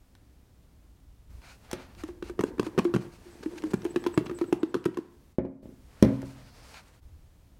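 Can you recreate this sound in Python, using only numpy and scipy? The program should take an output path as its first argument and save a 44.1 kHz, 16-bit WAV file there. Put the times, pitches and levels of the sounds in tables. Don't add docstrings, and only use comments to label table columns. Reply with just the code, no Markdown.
import sys
import numpy as np
from scipy import signal
from scipy.fft import rfft, irfft
from scipy.io import wavfile
from scipy.ndimage import uniform_filter1d

SR = 44100
rng = np.random.default_rng(int(sys.argv[2]) if len(sys.argv) > 2 else 0)


def digitize_waveform(pressure):
    field = np.atleast_2d(pressure).T
    bounded = np.clip(field, -1, 1)
    quanta = np.round(bounded * 32767).astype(np.int16)
    wavfile.write(sys.argv[1], SR, quanta)


N = 335027

# start_s, lid_level_db (rms), boom_re_lid_db, lid_t60_s (10 ms at least), slap_level_db
THUMPS = [(2.036, -31, -34, 0.083, -41.5), (2.088, -36, -35, 0.13, -50), (2.225, -29, 0, 0.036, -40.5),
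          (2.297, -31.5, -30, 0.071, -43), (2.392, -17.5, -4, 0.019, -32),
          (2.401, -36, 17.5, 0.0094, -45.5), (2.409, -27, -17, .018, -32),
          (2.437, -15.5, -29, 0.0041, -32.5), (2.478, -35, -23, 0.057, -56), (2.582, -33, -13, 0.086, -50),
          (2.596, -15, 1.5, 0.013, -27.5), (2.63, -35, 9, .024, -41), (2.666, -29.5, -14, 0.09, -38.5),
          (2.778, -16, 1, 0.024, -32), (2.786, -18, 3, 0.0092, -28), (2.79, -29, 19, 0.02, -27.5),
          (2.851, -19.5, -22, 0.16, -35), (2.939, -21, 2.5, 0.022, -32), (2.947, -27, 14.5, 0.12, -36),
          (2.962, -24, 12.5, 0.011, -33), (3.256, -47, -4, 0.21, -84), (3.433, -38.5, -30, 0.026, -48),
          (3.46, -24.5, -27, 0.089, -44.5), (3.558, -42, -8, 0.19, -55.5), (3.638, -26, -10, 0.14, -38),
          (3.735, -23.5, -2, .036, -35), (3.74, -26.5, 14.5, 0.026, -33), (3.851, -23.5, -33, 0.073, -38.5),
          (3.863, -35, -14, 0.046, -44.5), (3.96, -18, -42, 0.047, -31.5), (3.971, -31.5, 6.5, 0.04, -45),
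          (4.064, -19.5, -37, 0.052, -31.5), (4.141, -40, -8, .035, -46), (4.176, -15.5, 6.5, 0.057, -26.5),
          (4.195, -44, 4, 0.025, -59), (4.209, -27.5, -7, 0.035, -54), (4.262, -40, 10.5, 0.015, -43),
          (4.296, -31, 2, 0.063, -41), (4.312, -29.5, -19, 0.066, -44), (4.413, -21.5, -27, 0.15, -37),
          (4.441, -29, -26, 0.052, -47.5), (4.526, -13.5, -2, 0.031, -29), (4.544, -50, 6, .01, -66),
          (4.631, -18.5, -40, 0.052, -36.5), (4.743, -23.5, -33, 0.014, -32),
          (4.751, -17.5, -5, 0.015, -39), (4.765, -35, 8.5, 0.13, -50.5), (4.858, -15, -2, 0.031, -32.5),
          (4.885, -27.5, -20, 0.054, -64), (4.972, -27, -31, 0.076, -37), (4.986, -26, -32, 0.011, -48.5)]
# nominal_hz, level_db, t60_s
BOOM_MODES = [(225, -3, .03), (190, -3, .035), (135, -11, .05)]
# nominal_hz, level_db, t60_s
WALL_MODES = [(1144, 0, 0.014), (945, -14, 0.06), (1296, -3, 0.014), (1614, -3, 0.013), (2415, -7, 0.012),
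              (577, -5, 0.015)]
# start_s, level_db, top_re_level_db (nominal)
LONE_SLAPS = [(0.151, -49.5, -9.5), (1.418, -49, -20), (1.713, -32.5, 1), (1.73, -27, -2.5),
              (1.737, -35, -12), (1.949, -50, -10), (2.286, -44.5, -9), (2.845, -43, 0), (2.953, -35, -6),
              (3.436, -52, -18), (3.621, -37, -14), (3.71, -44, -6), (3.819, -40, -19), (3.832, -52, -12),
              (3.845, -46, 7), (4.039, -34.5, -17), (4.048, -46, -8), (4.07, -32, -6.5), (4.257, -42, -8),
              (4.266, -34, -20), (4.387, -38.5, -4), (4.528, -46.5, 14), (4.841, -38, -15),
              (4.854, -32, -2.5), (4.944, -50, -10), (6.025, -19, -3), (6.032, -29, -19),
              (6.048, -32, -11.5), (6.218, -42.5, -3), (6.742, -36.5, -18)]
# start_s, build_up_s, steady_s, dying_away_s, rolling_level_db
BOUTS = [(1.9, 0.55, 0.62, 0.2, -47.5), (3.2, 0.36, 0.71, 1, -45)]
# start_s, blow_db, long_panel_mode_db, upper_modes_db, contact_ms
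KNOCKS = [(1.7313, -38, -19, 10, 1.73), (5.3844, -22.5, -25.5, 2, 1.44), (5.450, -34, -6.5, 0.5, 1.24),
          (5.63, -46.5, 0, -4, 1.24), (5.656, -41.5, -5, -6, 0.95), (5.69, -40, -5, -7, 2.5),
          (6.0256, -9, -1, -3.5, 1.7), (6.0351, -13.5, 1.5, -3, 2.42), (6.229, -44, -4.5, 5.5, 0.81)]
# mode_hz, level_db, t60_s
TABLE_MODES = [(71, -3.5, 0.1), (128, -20.5, 0.89), (146.5, -23, .3), (190, -34.5, 0.13), (223, 1.5, 0.073),
               (253.8, -11, 0.41), (270.7, -8.5, 0.54), (305.3, -2.5, 0.075), (401, -16, 0.13),
               (365, 2.5, 0.074), (485, 0, 0.052), (535, -5, 0.14), (599.6, -5, 0.081), (835, -9, 0.056),
               (970, -24, 0.023), (1450, -21, .03)]
# time_s, level_db, top_re_level_db
RUSTLE_SPANS = [
    [(1.29, -69, -9), (1.6, -68.5, -3.5), (1.74, -52, -21), (1.93, -65.5, -20), (2.1, -59.5, -12),
     (2.2, -88, -6), (2.6, -68, -8), (2.95, -63, -19), (3.06, -61, -8.5), (3.27, -61, -6.5),
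     (3.7, -58.5, -7.5), (4.4, -68, -21), (4.7, -69, -17), (5.1, -68.5, -15)],
    [(5.8, -75, -4), (6.1, -54.5, -12), (6.38, -61, -9.5), (6.6, -57, -8), (6.75, -57.5, -5),
     (6.85, -63.5, -8), (7.0, -69.5, -8)],
]
# freq_hz, density_db (per Hz)
RUB_COLOUR = [(400, 7.5), (900, 5), (1500, 3), (2600, -1), (4800, -7.5), (7000, -17)]
# start_s, nominal_length_s, level_db, top_re_level_db
SCUFFS = [(1.41, 0.15, -54.5, -14), (1.78, 0.079, -61, -13), (1.973, 0.054, -53, -10),
          (2.076, 0.013, -60, -6), (2.23, 0.077, -53.5, -10.5), (2.456, 0.051, -55.5, -10),
          (2.639, 0.047, -50.5, -12), (3.004, 0.034, -56.5, -14), (3.116, 0.058, -55.5, -11),
          (3.427, 0.016, -49, -29), (3.576, 0.015, -50, -16), (3.65, 0.035, -55, -16),
          (3.703, 0.023, -50.5, -9.5), (4.37, 0.075, -57, -11), (6.243, 0.1, -57, -6),
          (6.732, 0.082, -49, -19)]
# freq_hz, density_db (per Hz)
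SCUFF_COLOUR = [(500, -5), (820, 2), (1100, -3.5), (1420, 3), (1900, -4), (2400, 1.5), (3300, -9.5),
                (4400, -3.5), (5600, -14), (7000, -10.5)]
# time_s, level_db
PALM_SLIDE = [(6.36, -84), (6.45, -69), (6.7, -64), (6.76, -74)]
# middle_s, level_db
VENT_PUFFS = [(3.015, -78), (3.335, -74), (3.48, -75), (3.595, -69), (3.7, -66), (3.8, -68), (3.915, -60),
              (4.03, -60), (4.147, -58), (4.26, -68), (4.37, -57), (4.485, -68), (4.604, -72), (4.704, -71),
              (4.818, -69)]
# freq_hz, density_db (per Hz)
KITCHEN_COLOUR = [(12, -50.5), (20, -16), (65, -7.5), (130, -17), (158, -18), (234, -21.5), (277, -21),
                  (367, -28), (459, -30.5), (698, -33.5), (1060, -37.5), (1570, -41), (16000, -50)]
# from_s, level_db, bass_lift_db
BACKGROUND_STEPS = [(0, -58, 2.5), (1.0, -58.5, 7.5), (1.3, -53, 10), (1.4, -54.5, 2), (1.96, -51.5, 7),
                    (2.04, -56, 5), (2.2, -56.5, 8), (2.6, -55, -2), (3.8, -51.5, -9), (4.57, -60.5, -15),
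                    (5.1, -56.5, -3.5), (5.33, -63, -9), (5.36, -70, 3), (5.385, -69.5, -6),
                    (5.625, -55.5, 2), (6.0, -54, 0.5), (6.7, -57, -4), (7.0, -65, 5), (7.022, -57, 8),
                    (7.25, -57.5, 4.5)]
# band_centre_hz, t60_s
ROOM_BANDS = [(150, 0.59), (400, 0.38), (1000, 0.63), (2500, 0.3), (6000, 0.14), (12000, 0.15)]

LID_HZ, LID_SPREAD, CONTACT_MS = 330.4, 0.0466, 4.08
LID2_HZ, LID2_DB, LID2_T60_S = 292, -11, 0.1
BOOM_SPREAD, WALL_SPREAD = 0.057, 0.088
WALL_RE_SLAP_DB = 2
TOUCH_SPREAD = 0.34
SLAP_T60_S, SLAP_TOP_T60_S, SLAP_TOP_DB = 0.018, 0.013, -6.5
TUMBLE_RANGE_DB = 20.5
RATTLE_DB, RATTLE_T60_S = -18, 0.34
SETTLE_DB, SETTLE_TOP_DB, SETTLE_T60_S = -32, -1, 0.24
SLIDE_HZ = 4850
VENT_HZ, VENT_WIDTH_HZ, NOMINAL_PUFF_S = 7970, 200, 0.076
STEP_S = 0.012
BOWL_SEND_DB, SLAP_SEND_DB, TABLE_SEND_DB = -21, -12.5, -16.0
TOP_HZ = 16000


def undb(db):
    return 10 ** (np.asarray(db) / 20)


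def unit(x):
    return x / np.sqrt(np.mean(x ** 2))


def curve(rows):
    s, *columns = np.transpose(rows)
    t = np.arange(N) / SR
    mask = np.clip(np.minimum(t - s[0], s[-1] - t) / 0.011, 0, 1)
    return [np.interp(t, s, c) for c in columns], mask


def noise(points, size=N):
    hz, db = np.transpose(points)
    f = np.arange(size // 2 + 1) * SR / size + 1
    colour = undb(np.interp(np.log(f), np.log(hz), db, -200, -200))
    return unit(irfft(rfft(rng.standard_normal(size)) * colour, size))


def walk(rate_hz):
    k = int(SR / rate_hz)
    held = np.repeat(rng.standard_normal(N // k + 1), k)
    return unit(uniform_filter1d(held, k)[:N])


def ring(modes, seconds):
    t = np.arange(int(seconds * SR)) / SR
    return sum(undb(db - 60 * t / max(t60, .005)) * np.sin(2 * np.pi * hz * t) for hz, db, t60 in modes)


def push(ms):
    force = np.hanning(max(int(ms * SR / 1000), 1) + 2)
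    return force / force.sum()


def add(track, s, sound):
    i = int(s * SR)
    track[i:i + len(sound)] += sound[:N - i]


def thumps():
    out = np.zeros(N)
    t = np.arange(int(.3 * SR)) / SR
    late = np.maximum(t - CONTACT_MS / 1000, 0)
    swell = np.sin(np.pi / 2 * np.minimum(t * 1000 / CONTACT_MS, 1))
    chances = rng.standard_normal((len(THUMPS), 10))
    for (s, db, boom_db, t60, slap_db), chance in zip(THUMPS, chances):
        boom = [(f * (1 + BOOM_SPREAD * c), g + boom_db, d) for (f, g, d), c in zip(BOOM_MODES, chance)]
        wall = [(f * (1 + WALL_SPREAD * c), g, d) for (f, g, d), c in zip(WALL_MODES, chance[3:])]
        lid2 = (LID2_HZ * (1 + LID_SPREAD * chance[0]), LID2_DB, LID2_T60_S)
        lid_hz = LID_HZ * (1 + LID_SPREAD * chance[-1])
        lid = undb(-60 * late / max(t60, .01)) * np.sin(2 * np.pi * lid_hz * t)
        add(out, s, -np.sqrt(2) * undb(db) * swell * (lid + ring(boom + [lid2], .3)))
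        touches = TOUCH_SPREAD * rng.standard_normal(256) * (rng.random(256) < .03)
        smear = np.append(push(0.11), touches)
        add(out, s, undb(slap_db + WALL_RE_SLAP_DB) * np.convolve(ring(wall, 0.084), smear))
    return out


def tumble():
    taps = (rng.random(N) < 160 / SR) * rng.standard_normal(N)
    body = ring([(347.5, -7.5, 0.28), (309.2, -9.5, 0.14), (245, -8.5, 0.063),
                 (420, -1, 0.027), (910, -20, 0.15), (1600, -15, .02)], .3)
    gain = np.zeros(N)
    for s, rise, hold, fall, db in BOUTS:
        low = db - TUMBLE_RANGE_DB
        times = np.cumsum([s, rise, hold, fall])
        (level_db,), mask = curve(list(zip(times, [low, db, db, low])))
        gain += mask * undb(level_db)
    return unit(signal.fftconvolve(taps, body)[:N]) * gain


def slaps():
    out = np.zeros(N)
    t = np.arange(4096) / SR
    attack = np.minimum(t / 0.0013, 1)
    rows = [(row[0], row[-1], SLAP_TOP_DB) for row in THUMPS] + LONE_SLAPS
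    colours_db = 2.0 * rng.standard_normal((len(rows), 5))
    for (s, db, top_db), c in zip(rows, colours_db):
        body = noise([(700, 6.5), (1500, c[0]), (2600, c[1]), (4000, -5 + c[2]),
                      (6000, -9 + c[3]), (7000, -26)], size=4096)
        top = noise([(5000, -3), (6500, 0), (10000, -5.0), (16000, -15)], size=4096)
        tears = uniform_filter1d(np.repeat(rng.standard_normal(64), 64), 32)
        body = undb(-60 * t / SLAP_T60_S) * body
        top = undb(top_db + c[4] - 60 * t / SLAP_TOP_T60_S) * top
        add(out, s, undb(1.74 * tears) * attack * undb(db) * (body + top))
    return out


def knocks():
    out = np.zeros(N)
    t = np.arange(4096) / SR
    rumble_t = np.arange(16384) / SR
    for s, db, low_db, high_db, ms in KNOCKS:
        modes = [(f, g + (low_db if k == 1 else high_db if f > 330 else 0), d)
                 for k, (f, g, d) in enumerate(TABLE_MODES)]
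        add(out, s, -undb(db) * np.convolve(ring(modes, 0.65), push(ms)))
        rumble = noise([(90, -11), (200, 0.5), (500, -4.5), (1000, -22.5), (2500, -25.5)], size=16384)
        add(out, s, undb(db + RATTLE_DB - 60 * rumble_t / RATTLE_T60_S) * rumble)
        clack = noise([(500, -6), (900, 8.5), (1600, 1), (3000, -9.5), (7000, -26)], size=4096)
        add(out, s, undb(db + high_db - 16.5 - 60 * t / 0.062) / ms ** 2 * clack)
    return out


def rustle():
    bursts = np.repeat(rng.exponential(size=N // 64 + 1), 64)[:N]
    slips = undb(0.34 * bursts + 1.93 * walk(30))
    rub, scrape = unit(slips * noise(RUB_COLOUR)), unit(slips * noise(SCUFF_COLOUR))
    dust = unit(slips * noise([(4000, -3.5), (5500, -2.5), (9000, -4.0), (16000, -17.5)]))
    out = np.zeros(N)
    for rows in RUSTLE_SPANS:
        (db, top_db), mask = curve(rows)
        out += mask * undb(db) * (rub + undb(top_db) * dust)

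    power = np.zeros(N)
    decay_db = -60 * np.arange(16384) / SR / SETTLE_T60_S
    for row in THUMPS:
        add(power, row[0], undb(2 * (row[-1] + SETTLE_DB + decay_db)))
    out += np.sqrt(power) * (rub + undb(SETTLE_TOP_DB) * dust)

    (db,), mask = curve(PALM_SLIDE)
    out += mask * undb(db) * noise([(0.7 * SLIDE_HZ, -12), (SLIDE_HZ, 0), (1.34 * SLIDE_HZ, -12)])

    for s, length, db, top_db in SCUFFS:
        u = np.linspace(0, 1.3, int(1.13 * length * SR))
        shape = np.clip(np.minimum(u / 0.23, (1.3 - u) / 0.59), 0, 1)
        i = int(s * SR)
        add(out, s, undb(db) * shape * (scrape + undb(top_db) * dust)[i:i + len(shape)])
    return out


def vent():
    flow = np.zeros(N)
    for (s, db), c in zip(VENT_PUFFS, rng.random(len(VENT_PUFFS))):
        length_s = NOMINAL_PUFF_S * (0.51 + .6 * c)
        add(flow, s - length_s / 2, undb(db) * np.hanning(int(length_s * SR)))
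    edge_hz = 3 * VENT_WIDTH_HZ
    breath = noise([(VENT_HZ - edge_hz, -20), (VENT_HZ, 0), (VENT_HZ + edge_hz, -20)])
    return flow * undb(3.7 * walk(70)) * breath


def radiate(x, hz):
    return signal.sosfilt(signal.butter(2, hz, "high", fs=SR, output="sos"), x)


def room(x):
    t = np.arange(32768) / SR
    white = rfft(rng.standard_normal(32768))
    log_hz = np.log(np.arange(16385) * SR / 32768 + 1)
    centres = np.log(np.array(ROOM_BANDS)[:, 0])
    tail = sum(irfft(white * np.interp(log_hz, centres, pick)) * undb(-60 * t / t60)
               for pick, (_, t60) in zip(np.eye(len(ROOM_BANDS)), ROOM_BANDS))
    tail = tail * np.clip(t / 0.0009, 0, 1)
    return signal.fftconvolve(x, tail / np.sqrt(np.sum(tail ** 2) / 2))[:N]


def kitchen():
    s, *held = np.transpose(BACKGROUND_STEPS)
    row = np.maximum(np.searchsorted(s, np.arange(N) / SR, side="right") - 1, 0)
    db, bass_db = (uniform_filter1d(c[row], int(STEP_S * SR)) for c in held)
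    floor = noise(KITCHEN_COLOUR)
    bass = signal.sosfilt(signal.butter(2, 110, fs=SR, output="sos"), floor)
    bass_gain = undb(bass_db + 0.54 * walk(16.0)) - 1
    return undb(db) * (floor + bass_gain * bass)


def scene():
    bowl = radiate(thumps() + tumble(), 116)
    cracks = slaps()
    table = radiate(knocks(), 76)
    wet = room(undb(BOWL_SEND_DB) * bowl + undb(SLAP_SEND_DB) * cracks + undb(TABLE_SEND_DB) * table)
    return (bowl + cracks + table + wet + rustle() + vent() + kitchen())[None]


def record(dry):
    return signal.sosfilt(signal.ellip(10, .2, 70, TOP_HZ, fs=SR, output="sos"), dry)


dry = scene()
out = record(dry)
digitize_waveform(out)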